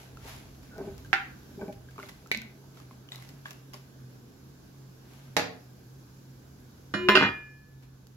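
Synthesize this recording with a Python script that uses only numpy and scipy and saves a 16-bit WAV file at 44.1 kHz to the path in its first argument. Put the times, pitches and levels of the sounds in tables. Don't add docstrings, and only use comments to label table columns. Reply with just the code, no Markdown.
import sys
import numpy as np
from scipy import signal
from scipy.fft import rfft, irfft
from scipy.io import wavfile
from scipy.ndimage import uniform_filter1d

SR = 44100
rng = np.random.default_rng(int(sys.argv[2]) if len(sys.argv) > 2 else 0)


def decibels_to_gain(level_db):
    exponent = np.asarray(level_db, float) / 20
    return 10 ** exponent


def unload_audio(sound):
    columns = np.transpose(np.atleast_2d(sound))
    steps = np.round(np.clip(columns, -1, 1) * 32767)
    wavfile.write(sys.argv[1], SR, steps.astype(np.int16))


N = 359856

# frequency in Hz, likeness from 0 to 1.
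PORT_LIKENESS = [(60, .95), (140, .98), (290, .7), (640, .25), (1400, .02), (15000, .01)]
# start in seconds, peak in dB, ring in dB, rattle decay in seconds, left over right in dB.
HARD_BLOWS = [
    (1.13, -3, -9.5, 0.0085, -4.5),
    (2.315, -11, -4, 0.0064, -3),
    (5.3659, -8, -9.5, 0.0068, -5),
    (6.939, -17, -6, 0.011, -3.5),
    (7.0864, -3, -6.5, 0.007, -1.5),
    (7.153, -3, -4, 0.0079, -3.5),
]
LID_MODE_HZ = [207, 6900, 622, 815, 940, 1019, 1270, 1465, 1525, 1733, 1869, 2076, 2429, 2592, 2756, 2895,
               7750, 3736, 4076, 4380, 4820, 5400, 5540, 6191, 3150, 3345, 5430, 6790, 7120]
# free T60 in seconds, then level in dB after the first touch,
# after the first clank, after the second clank, and under the rattle.
LID_MODE_LEVELS = [(0.57, -1.5, -4.5, -8, -9), (0.35, -19.5, -27, -23, -21), (0.39, -9, -12.5, -6, -23.5),
                   (0.56, -36, -25, -20.5, -10.5), (0.2, -33, -28, -10, -6.5), (3.1, -14.5, -4, -19, -14),
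                   (0.13, -32.5, -16.5, 3.5, 0), (0.23, -16.5, -9.5, -19, 0), (0.18, -25.5, -36, -24, -11),
                   (0.62, -6, -4.5, -17.5, -3.5), (0.26, -3.5, -6, -1.5, 2.5),
                   (0.59, -12, -6.5, -6.5, -0.5), (1.5, -10.5, -9.5, -6, -24), (0.29, -30.5, -16.5, -2, -7),
                   (0.072, -28.5, -30.5, 8, -12), (1.5, -9.5, -13, -8, -6.5),
                   (.3, -43.5, -32.5, -29.5, -40.5), (1.1, -24.5, -19.5, -25.5, -32),
                   (0.33, -13, -16, -11.5, -11.5), (0.32, -19, -20, -12.5, -23),
                   (0.24, -24, -27.5, -7.5, -14.5), (0.21, -15, -16.5, -24.5, -27),
                   (0.25, -38, -25.5, -18.5, -22), (0.17, -42.5, -32, -28, -24.5),
                   (0.13, -29, -5, -13, -17), (0.34, -28.5, -14.5, -15, -14), (0.22, -36, -27, -16, -33),
                   (0.28, -35.5, -31.5, -34, -36), (.2, -39.5, -29, -32.5, -32)]


def evened(x):
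    return x / np.sqrt(np.mean(x ** 2) + 1e-20)


def read(points, hz):
    f, value = np.transpose(points)
    return np.interp(np.log(hz + 1), np.log(f + 1), value)


def envelope(rows):
    t = np.arange(N) / SR
    s, db = np.transpose(rows)[[0, -1]]
    edge = np.clip(np.minimum(t - s[0], s[-1] - t) / 0.01, 0, 1)
    return decibels_to_gain(np.interp(t, s, db)) * edge


def swells(rows, rise):
    s, db, fade = np.transpose(rows)[..., None]
    late = np.arange(0, N + 64, 64) / SR - s
    elapsed = np.where(late > 0, late, -late / abs(rise))
    gain = decibels_to_gain(db - 20 * elapsed / np.maximum(fade, .01)).sum(0)
    return np.interp(np.arange(N) / 64, np.arange(len(gain)), gain)


def add(mix, s, sound):
    part = mix[..., round(s * SR):][..., :sound.shape[-1]]
    part += sound[..., :part.shape[-1]]


def click(points):
    gain_db = np.maximum(read(points, abs(np.fft.fftfreq(4096, 1 / SR))), -100)
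    spectrum = np.exp(np.conj(signal.hilbert(np.log(decibels_to_gain(gain_db)))))
    taps = np.fft.ifft(spectrum).real[:2048]
    return taps / np.linalg.norm(taps)


def whitened(x):
    spec = rfft(x)
    power = uniform_filter1d(abs(spec) ** 2, size=61, mode="mirror")
    even = irfft(spec / np.sqrt(power + 1e-12), x.shape[-1])
    return even[:, :x.shape[-1] // 2]


def resonate(x, hz, width):
    r = np.exp(-np.pi * width / SR)
    return 2 * signal.lfilter([1 - r], [1, -r * np.exp(2j * np.pi * hz / SR)], x).real


def grit(per_s, spread_db):
    size = decibels_to_gain(spread_db * np.minimum(rng.exponential(1, N), 4)) * rng.choice([-1, 1], N)
    return evened(size * (rng.random(N) < per_s / SR))


def ring(modes, length, port_hz=900):
    t = np.arange(round(length * SR)) / SR
    hz, db, t60 = np.transpose(modes)[..., None]
    scatter = rng.uniform(-.6, .6, hz.shape) * np.pi * np.clip(hz / port_hz - .5, 0, 1)
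    lag = 2 * np.pi * hz * 5 / SR + scatter
    decay = decibels_to_gain(db - 60 * t / t60)
    return np.array([(decay * np.sin(2 * np.pi * hz * t + phase)).sum(0) for phase in (0, lag)])


def stirring():
    # frequency in Hz, level in dB per Hz.
    rustle_colour = [(350, -30.5), (643, -3), (1510, -10), (2240, -8), (6030, -14.5), (8740, -14),
                     (11200, -15.5), (16000, -30.5)]
    # frequency in Hz, width in Hz, level in dB.
    floor_body = [(227, 70, 5.5), (280, 41, -1), (400, 80, 5.5), (648, 62, 2), (780, 58, -4.5),
                  (1530, 22, -7)]
    # peak in seconds, level in dB, seconds to fade 20 dB.
    drag_strokes = [(0.0, -46.5, 1.4), (.256, -27.5, -1.5), (.788, -26.5, 0.17), (.878, -40.5, -1.46),
                    (1.622, -22.5, 0.07), (1.986, -24, 0), (2.38, -48.5, 4)]
    # peak in seconds, level in dB, seconds to fade 20 dB.
    slow_pushes = [(0.282, -45.5, 0.25), (.55, -59.5, -6), (0.848, -60, 0.5), (1.06, -59, -1.5),
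                   (1.91, -54, 0), (2.026, -54, 0.34), (2.778, -57.5, 0.18), (3.514, -49, -1),
                   (4.116, -65.5, 0.14), (5.136, -59, 0.5)]
    # peak in seconds, level in dB, seconds to fade 20 dB.
    quick_flicks = [(0.0, -52, 0.17), (.63, -60.5, 0.13), (1.612, -69, 0.4), (2.088, -45, 0.015),
                    (2.912, -65, 0.095), (3.124, -52, 0.37), (3.294, -56.5, 0.012), (3.46, -51.5, 0.15),
                    (3.734, -48, 0.085), (7.826, -58.5, 0.058), (1.725, -53, .03), (.98, -59, 0.038)]
    # peak in seconds, level in dB, seconds to fade 20 dB.
    wall_squeaks = [(.725, -55.5, 0.074), (.76, -62, .07)]

    crackle = np.array([grit(5500, 2.3), grit(5000, 5.0)])
    rustle = signal.oaconvolve(crackle, click(rustle_colour)[None], axes=1)[:, :N]
    slips = grit(560, 2.7)
    body = 0
    for hz, width, db in floor_body:
        body = body + decibels_to_gain(db) * evened(resonate(resonate(slips, hz, width), hz, 4 * width))
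    squeak = evened(resonate(rng.standard_normal(N), 1470, 41)) * swells(wall_squeaks, 0.43)
    greens = rustle * (swells(slow_pushes, 0.37) + swells(quick_flicks, 0.052))
    return squeak + greens + decibels_to_gain(-14.5) * evened(body) * swells(drag_strokes, 0.3)


def touches():
    # start in seconds, peak in dB, ring in Hz, treble tick in dB.
    light_touches = [(0.172, -41.5, 1350, -54), (0.3534, -59, 1550, -54), (0.98, -56, 1310, -44),
                     (1.0482, -47, 1580, -51), (1.887, -48.5, 1614, -69), (1.96, -46, 1150, -66),
                     (1.981, -34, 1210, -62), (1.99, -33, 1090, -49), (1.999, -37, 1410, -49),
                     (2.029, -35, 2110, -43.5), (2.035, -40, 1360, -58), (2.06, -46, 4050, -60),
                     (1.613, -42, 2350, -62), (1.681, -48, 2340, -62), (2.093, -49, 4240, -60),
                     (2.093, -39, 1980, -56), (2.261, -44.5, 1315, -59), (2.273, -60, 1530, -48),
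                     (2.374, -68, 1530, -35), (2.4178, -44, 1530, -41), (2.642, -49, 880, -63),
                     (2.773, -49, 1360, -53), (2.801, -45, 1210, -47), (2.9108, -42, 1056, -69),
                     (3.0886, -40.5, 3040, -64), (3.12, -28.5, 3790, -49), (3.121, -41.5, 2030, -64),
                     (3.13, -37, 3570, -52), (3.148, -43, 2010, -55), (3.187, -47, 1060, -62),
                     (3.238, -56, 2000, -47), (0.781, -40, 830, -51), (8.07, -68.5, 1400, -51.5),
                     (3.158, -37, 4000, -37), (3.2246, -42, 2020, -45), (3.29, -53, 2030, -44),
                     (3.457, -30.5, 1674, -69), (3.458, -37.5, 1138, -65), (3.455, -43, 3050, -66),
                     (3.464, -41, 1170, -68), (3.484, -47, 1680, -54), (3.531, -54, 2800, -43),
                     (3.5081, -37, 2710, -39), (3.736, -42, 2970, -46), (3.742, -36.5, 5100, -52),
                     (3.756, -52, 2800, -62), (3.775, -52, 3300, -58), (3.742, -35.5, 1086, -44),
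                     (8.069, -63.5, 1410, -51.5)]
    wall_hz, wall_width_hz = 1530, 68
    out, t = np.zeros((2, N)), np.arange(4000) / SR
    lags = rng.uniform(-1.3, 0.94, len(light_touches))
    for (s, db, hz, tick_db), lag in zip(light_touches, lags):
        t60 = 0.018 + 0.065 / (1 + ((hz - wall_hz) / wall_width_hz) ** 2)
        t60 = max(t60 * min(1600 / hz, 1) ** 0.23, .003)
        tone = np.sin(2 * np.pi * hz * t + [[0], [lag]])
        octave = 0.21 * np.sin(2 * np.pi * 2.0 * hz * t)
        tock = decibels_to_gain(db - 60 * t / t60) * (tone + octave)
        noise = rng.standard_normal((2, len(t))) ** 3 / 4
        tick = signal.lfilter([1, -1], [1, -1.2, .6], noise) * decibels_to_gain(tick_db - 60 * t / 0.0068)
        add(out, s, tock + tick)
    return out


def bumps():
    # start in seconds, peak in dB, hardness in dB added above 500 Hz.
    floor_bumps = [(0.781, -35, 22), (0.794, -21, -12), (0.807, -43, -15), (0.824, -41, -8),
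                   (.836, -30, -4), (0.869, -19.5, -22), (0.88, -33, 4), (1.511, -34, -13.5),
                   (1.574, -23, -33), (1.59, -35, 12), (1.611, -24.5, 3), (1.63, -20.5, -23),
                   (1.647, -41, -19), (1.679, -17.5, -13.5), (1.69, -21.5, -2), (1.701, -31, -17),
                   (1.72, -58, -19), (1.984, -30.5, -7), (2.03, -35, -5), (3.742, -37, -2)]
    # frequency in Hz, level in dB, T60 in seconds.
    floor_modes = [(220, 10, 0.03), (307.4, -12, 0.021), (394, -4, 0.15), (605, 5.5, 0.068),
                   (812.4, 2, 0.073), (1040, -14.5, 0.044), (1730, -10, 0.032), (2317, -11.5, 0.071)]
    out, (hz, db, t60) = np.zeros((2, N)), np.transpose(floor_modes)
    spots_db = rng.normal(0, 2.5, (len(floor_bumps), len(hz)))
    for (s, peak_db, hard_db), spot_db in zip(floor_bumps, spots_db):
        mode_db = db + spot_db + (hz > 500) * hard_db
        thud = ring(np.column_stack([hz, mode_db, t60]), .25)
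        soft = np.minimum(np.arange(thud.shape[1]) / SR / 0.009, 1)
        add(out, s, decibels_to_gain(peak_db) * thud * soft / abs(thud).max())
    return out


def boom():
    # peak in seconds, level in dB, seconds to fade 20 dB.
    pot_rocks = [(.8, -39, 0.026), (.85, -48.5, 0.067), (2.378, -36.5, 0.034), (2.46, -45, 0.05)]
    tone = np.sqrt(2) * np.sin(2 * np.pi * 221 * np.arange(N) / SR)
    return tone * swells(pot_rocks, 1)


def blows():
    # frequency in Hz, level in dB per Hz.
    blow_colours = [
        [(60, -41), (360, -13), (560, -25), (800, -4), (1050, -14), (1500, 4), (2300, -2), (3300, -13),
         (6000, -26), (12000, -37), (16000, -51.5)],
        [(60, -16), (300, -10.5), (900, -17), (1500, -23.5), (1850, -3), (2200, 6.5), (2500, -1), (3200, -11.5),
         (4100, -4), (4700, -13), (5200, -16.5), (12500, -24), (16000, -29)],
        [(60, -44), (156, -10), (346, -5.5), (427, -0.5), (822, -6.5), (1150, -10.5), (1700, -4.5), (2600, -9),
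         (3200, -14.5), (3900, -10.5), (5500, -14.5), (13000, -25), (16000, -48)],
        [(59, -45.5), (100, -1), (302, 1), (970, -14), (1420, 4), (2580, -26), (2930, -10.5), (6990, -33.5),
         (16000, -81.5)],
        [(59, -33.5), (100, -68.5), (373, -2.5), (721, -15), (1580, -3), (2270, -22), (2690, -5), (3540, -16),
         (6000, -32), (16000, -72)],
        [(59, -47.5), (100, -10), (381, -4), (854, -9.5), (1520, 6.5), (2220, -20), (2800, 2.5), (10700, -43.5),
         (16000, -96.5)],
    ]
    # frequency in Hz, level in dB, T60 in seconds.
    wooden_modes = [
        [(780, -5.5, 0.2), (830, -13.5, 0.11), (1410, 2, .12), (1506, 4, 0.18), (1646, -13, 0.067),
         (2070, -3, .07), (2164, 5.5, .06), (2380, -12, .06), (2580, -5.5, 0.051), (2800, -11, 0.12),
         (3348, -15, .1), (3800, -15.5, 0.061), (4547, -20, 0.075), (5255, -13, 0.074), (5970, -39, .08)],
        [(400, -3, .03), (1523, -14, 0.34), (2030, -11, 0.15), (2240, 0, 0.11), (2290, 11.5, 0.029),
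         (2310, -3, 0.11), (2370, -12, .04), (2907, -1.5, .04), (3640, 3, .02), (3840, -13.5, .15),
         (4140, -11.5, 0.1), (4450, -11, .08)],
        [(105, -6, 0.64), (174.6, -2.5, 0.5), (255, -1.5, 0.8), (440, 5.5, 0.29), (545, -15, .15),
         (721, 4.5, 0.36), (828, 12, 0.23), (650, -16, 0.12), (347, -5, 0.14), (1210, -15, 0.22),
         (1580, -9, 0.1), (1590, 3, .07), (2350, -8, 0.07), (2570, 2, 0.06), (3850, 11, 0.068), (4300, -1, .07)],
    ]
    choke_times = [1.5, 2.7, 5.6, 7.085, 7.153, 7.29]
    # first contact over the rattle in dB, share sent to the walls in dB.
    contact_levels = [(10, -7), (12, -6), (-2, -2), (0, -6), (5, -9), (8, -9)]
    # delay in seconds, level in dB relative to the first contact.
    rebound_sets = [
        [(.0085, -10), (.0185, -15), (.027, -16.5)],
        [(.0095, -15.5), (.0245, -17.5), (.033, -8.5), (.038, -16.5)],
        [(.008, 1), (.019, -8), (.03, -6)],
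        [(.004, -8.5)],
        [(.006, 1), (.013, -3), (.034, -9)],
        [(.003, -1.5), (.014, -5), (.021, -0.5)],
    ]

    out, t = np.zeros((2, 2, N)), np.arange(SR // 5) / SR
    free_t60 = np.array(LID_MODE_LEVELS)[:, 0]
    lid_modes = [np.column_stack([LID_MODE_HZ, np.array(LID_MODE_LEVELS)[:, k], free_t60])
                 for k in range(1, 4)]
    rows = zip(HARD_BLOWS, blow_colours, wooden_modes + lid_modes, choke_times,
               contact_levels, rebound_sets)
    for (s, db, ring_db, rattle, pan_db), colour, modes, end, (first_db, echo_db), rebounds in rows:
        sparse = rng.standard_normal((3, len(t))) * (rng.random(len(t)) < .15)
        both, left, right = sparse * np.exp(-t / max(rattle, .001))
        for delay, less_db in [(0.00056, 0.0056)] + rebounds:
            add(both, delay, decibels_to_gain(first_db + less_db) * np.hanning(8))
        burst = whitened(both + np.array([left, right]))
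        crack = signal.fftconvolve(burst, click(colour)[None], axes=1)
        tone = ring(modes, end - s + .05)
        at = np.arange(tone.shape[1])
        tone *= np.clip((end - s - at / SR) / 0.0085 + 1, 0, 1) ** 2
        tone *= np.minimum(at / 14, 1)
        pan = decibels_to_gain([[pan_db / 2], [-pan_db / 2]]) * decibels_to_gain([[[0]], [[echo_db]]])
        add(out, s, pan * decibels_to_gain(db) * crack / abs(crack).max())
        add(out, s, pan * decibels_to_gain([[[0]], [[-6.0]]]) * decibels_to_gain(db + ring_db) * tone / abs(tone).max())
    return out


def lid():
    # time in seconds, pitch in Hz, level in dB.
    bell_path = [(6.95, 359.3, -49), (6.97, 358.7, -40.5), (7.1, 367.5, -23.5), (7.116, 345, -46),
                 (7.157, 374, -19.5), (7.213, 378.6, -33.5), (7.23, 359, -55)]
    # time in seconds, level in dB.
    chatter_level = [
        (7.165, -18),
        (7.201, -26),
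        (7.229, -18.5),
        (7.27, -30.5),
        (7.33, -57.5),
    ]
    # frequency in Hz, level in dB per Hz.
    chatter_colour = [(47, -49), (100, -1), (150, -3.5), (230, 5), (702, -13), (1430, 0), (1900, -3.5),
                      (2270, -21.5), (2840, -17), (4940, -25), (5900, -35), (13400, -60)]
    # time in seconds, level in dB.
    clear_bounces = [(7.2116, 6.5), (7.218, -3), (7.2255, 7.5), (7.23, 4.5), (7.251, -12.5), (7.258, -7.5),
                     (7.232, 1), (7.24, -9), (7.268, -17.5), (7.29, -2.5)]
    # frequency in Hz, level in dB, T60 in seconds.
    lasting_modes = [(1725, -3, 0.9), (2427, 5, 0.52), (4820, -15.5, 0.42), (2895, -11.5, .45)]

    s, hz, _ = np.transpose(bell_path)
    pitch = np.interp(np.arange(N) / SR, s, hz)
    bell = np.sqrt(2) * np.sin(2 * np.pi * np.cumsum(pitch) / SR)
    bounces = grit(460, 1.7) + .5 * np.array([grit(500, 25.0), grit(410, 1.6)])
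    bounces = bounces * envelope(chatter_level)
    for s, db in clear_bounces:
        add(bounces, s, decibels_to_gain(db) * np.ones((2, 1)))
    chatter = signal.oaconvolve(bounces, click(chatter_colour)[None], axes=1)[:, :N]
    held = [(f, row[-1], .2) for f, row in zip(LID_MODE_HZ, LID_MODE_LEVELS)]
    modes = ring(held, 0.17)
    modes = modes * np.minimum(np.arange(modes.shape[1]) / 16, 1)
    rung = signal.oaconvolve(bounces, modes / np.linalg.norm(modes[0]), axes=1)[:, :N]
    out = bell * envelope(bell_path) + decibels_to_gain(-4.0) * chatter + decibels_to_gain(-9.0) * rung
    tone = ring(lasting_modes, .9, port_hz=1e6)
    rise = np.minimum(np.arange(tone.shape[1]) / SR / 0.13, 1) ** 2
    add(out, 7.22, decibels_to_gain(-30.5) * tone * rise)
    return out


def rim():
    contact_db = [-61, -39, -45.5]
    # frequency in Hz, level in dB, T60 in seconds.
    touch_modes = [(7752, -49.5, 5.0), (8495, -8, 0.69), (10200, 10, 0.16), (10310, -13, 0.16),
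                   (11990, -19, 5.0), (14630, -21, 0.77)]
    # frequency in Hz, level in dB, T60 in seconds.
    clank_modes = [(8549, -13, 0.13), (9388, -17.5, 3.2), (9679, -11.5, 0.36), (10200, -21, 5.0),
                   (10330, 0.5, 0.023), (10780, -13, 0.24), (11160, -10.5, 0.4), (12020, -3, 0.081),
                   (12300, -14.5, 0.12), (12930, -9, 0.12), (13090, -18, 0.23), (13820, -16, 0.33),
                   (14650, -18, 0.35)]
    # frequency in Hz, level in dB, T60 in seconds.
    seat_modes = [(7747, 0, 0.069), (8479, -28, 1.1), (9076, -34.5, 5.0), (9405, -29, 0.16),
                  (10170, 1.5, 0.079), (10740, 0, 0.23), (11200, -19, 0.91), (12130, -40.5, 5.0),
                  (12970, -8, 0.42), (13650, -18.5, 0.12), (13850, -24, 0.41), (14840, -18, 0.34),
                  (15140, -19, 0.21)]
    out = np.zeros((2, N))
    for (s, *_), level_db, modes in zip(HARD_BLOWS[3:], contact_db, (touch_modes, clank_modes, seat_modes)):
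        tone = ring([(hz, db, min(t60, .22)) for hz, db, t60 in modes], .3)
        add(out, s, decibels_to_gain(level_db) * tone * np.minimum(np.arange(tone.shape[1]) / SR / .003, 1))
    return out


def hum_line(hz, db, width):
    sway, swell = (evened(uniform_filter1d(uniform_filter1d(v, 4000), 4000))
                   for v in rng.standard_normal((2, N)))
    phase = 2 * np.pi * np.cumsum(hz + width * sway) / SR
    return np.sqrt(2) * decibels_to_gain(db + 2.6 * swell) * np.sin(phase)


def air():
    # frequency in Hz, level in dB per Hz.
    air_colour = [(25, -42), (60, -12), (95, -16), (160, -17), (250, -13), (450, -22), (630, -29),
                  (1420, -32), (1550, -28), (1890, -38), (3500, -38), (5200, -36), (11300, -40),
                  (16000, -46)]
    # frequency in Hz, level in dB, pitch wander in Hz.
    fan_tones = [(131.7, -55, 3.7), (177, -69, 5), (243, -77.5, 3.3)]
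    # peak in seconds, rumble in dB.
    leaning = [(0.32, -52.5), (0.98, -53), (1.84, -57.5), (7.16, -52.5)]
    air_db, rumble_db, lean_fade_s = -56, -62.5, 0.43
    stir_db, stir_end_s = 3.5, 1.7
    shut_db, shut_s, shut_fade_s = -4, 7.3, 0.11

    frames, hz = N // 512 + 5, np.fft.rfftfreq(2048, 1 / SR)
    a, b, c, d, patches = rng.standard_normal((frames, 1025, 5)).T
    patches = evened(uniform_filter1d(uniform_filter1d(patches, 20, 0), 8, 1))
    same = np.clip(read(PORT_LIKENESS, hz), 0, 1)[:, None]
    left = a + 1j * b
    z = np.array([left, same * left + np.sqrt(1 - same ** 2) * (c + 1j * d)])
    z = z * decibels_to_gain(read(air_colour, hz)[:, None] + patches)
    low = hz[:, None] < 112
    rumble, wash = (evened(signal.istft(z * part, nperseg=2048, noverlap=1536)[1][:, :N])
                    for part in (low, ~low))
    hum = sum(hum_line(*line) for line in fan_tones)
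    t = np.arange(N) / SR
    lively_db = stir_db * t / stir_end_s * (t < stir_end_s)
    muffled_db = shut_db * np.clip((t - shut_s) / shut_fade_s, 0, 1)
    wash_gain = decibels_to_gain(air_db + uniform_filter1d(lively_db + muffled_db, SR // 10))
    shaken = decibels_to_gain(rumble_db) + swells([(s, db, lean_fade_s) for s, db in leaning], 0.98)
    return decibels_to_gain([[-.6], [.6]]) * (wash * wash_gain + rumble * shaken + hum)


def room(x):
    # frequency in Hz, T60 in seconds.
    room_t60 = [(100, 0.21), (400, 0.47), (900, 0.39), (1500, 0.37), (2500, 0.37), (4000, 0.34),
                (12000, 0.19)]
    taps = np.zeros((2, SR // 2))
    at = np.arange(150, SR // 2 - 20, 20) + rng.integers(0, 20, (2, (SR // 2 - 151) // 20))
    np.put_along_axis(taps, at, rng.choice([-1., 1.], at.shape), 1)
    hz, t, z = signal.stft(taps, SR, nperseg=256)
    same = np.clip(read(PORT_LIKENESS, hz / 1.3), 0, 1)[:, None]
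    z = np.array([z[0], same * z[0] + np.sqrt(1 - same ** 2) * z[1]])
    tail = signal.istft(z * decibels_to_gain(-60 * t / read(room_t60, hz)[:, None]), SR, nperseg=256)[1]
    spec = rfft(tail)
    broad, narrow = (uniform_filter1d(abs(spec) ** 2, size, mode="mirror") for size in (801, 41))
    tail = irfft(spec * np.sqrt(broad / narrow))
    echo = tail[:, :SR // 2 - SR // 10] / np.linalg.norm(tail[0])
    return signal.oaconvolve(x.mean(0)[None], echo, axes=1)[:, :N]


def ports(x):
    return np.array([np.roll(x[0], -5), x[1]])


def scene():
    soft = stirring() + touches() + bumps() + boom()
    hard, far = blows()
    iron = lid() + rim()
    direct = ports(soft + hard + iron + air())
    return direct + room(decibels_to_gain(-9.5) * soft + far + decibels_to_gain(-12.0) * iron)


def band_limit(x):
    return signal.sosfilt(signal.butter(12, 16460, fs=SR, output="sos"), x)


def record(dry):
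    # frequency in Hz, gain in dB.
    port_notch = [(6500, 1.5), (7600, -1.5), (8590, -12), (9800, -5), (11000, 2.5)]
    hz = np.fft.rfftfreq(1024, 1 / SR)
    taps = signal.firwin2(1023, hz, decibels_to_gain(read(port_notch, hz)) * (hz < 15850), fs=SR)
    bass_cut = signal.lfilter(*signal.butter(2, 22, "high", fs=SR), dry)
    limited = 1.134 * np.tanh(bass_cut / 1.233)
    mix = signal.oaconvolve(limited, taps[None], "same", axes=1)
    return band_limit(mix)


dry = scene()
out = record(dry)
unload_audio(out)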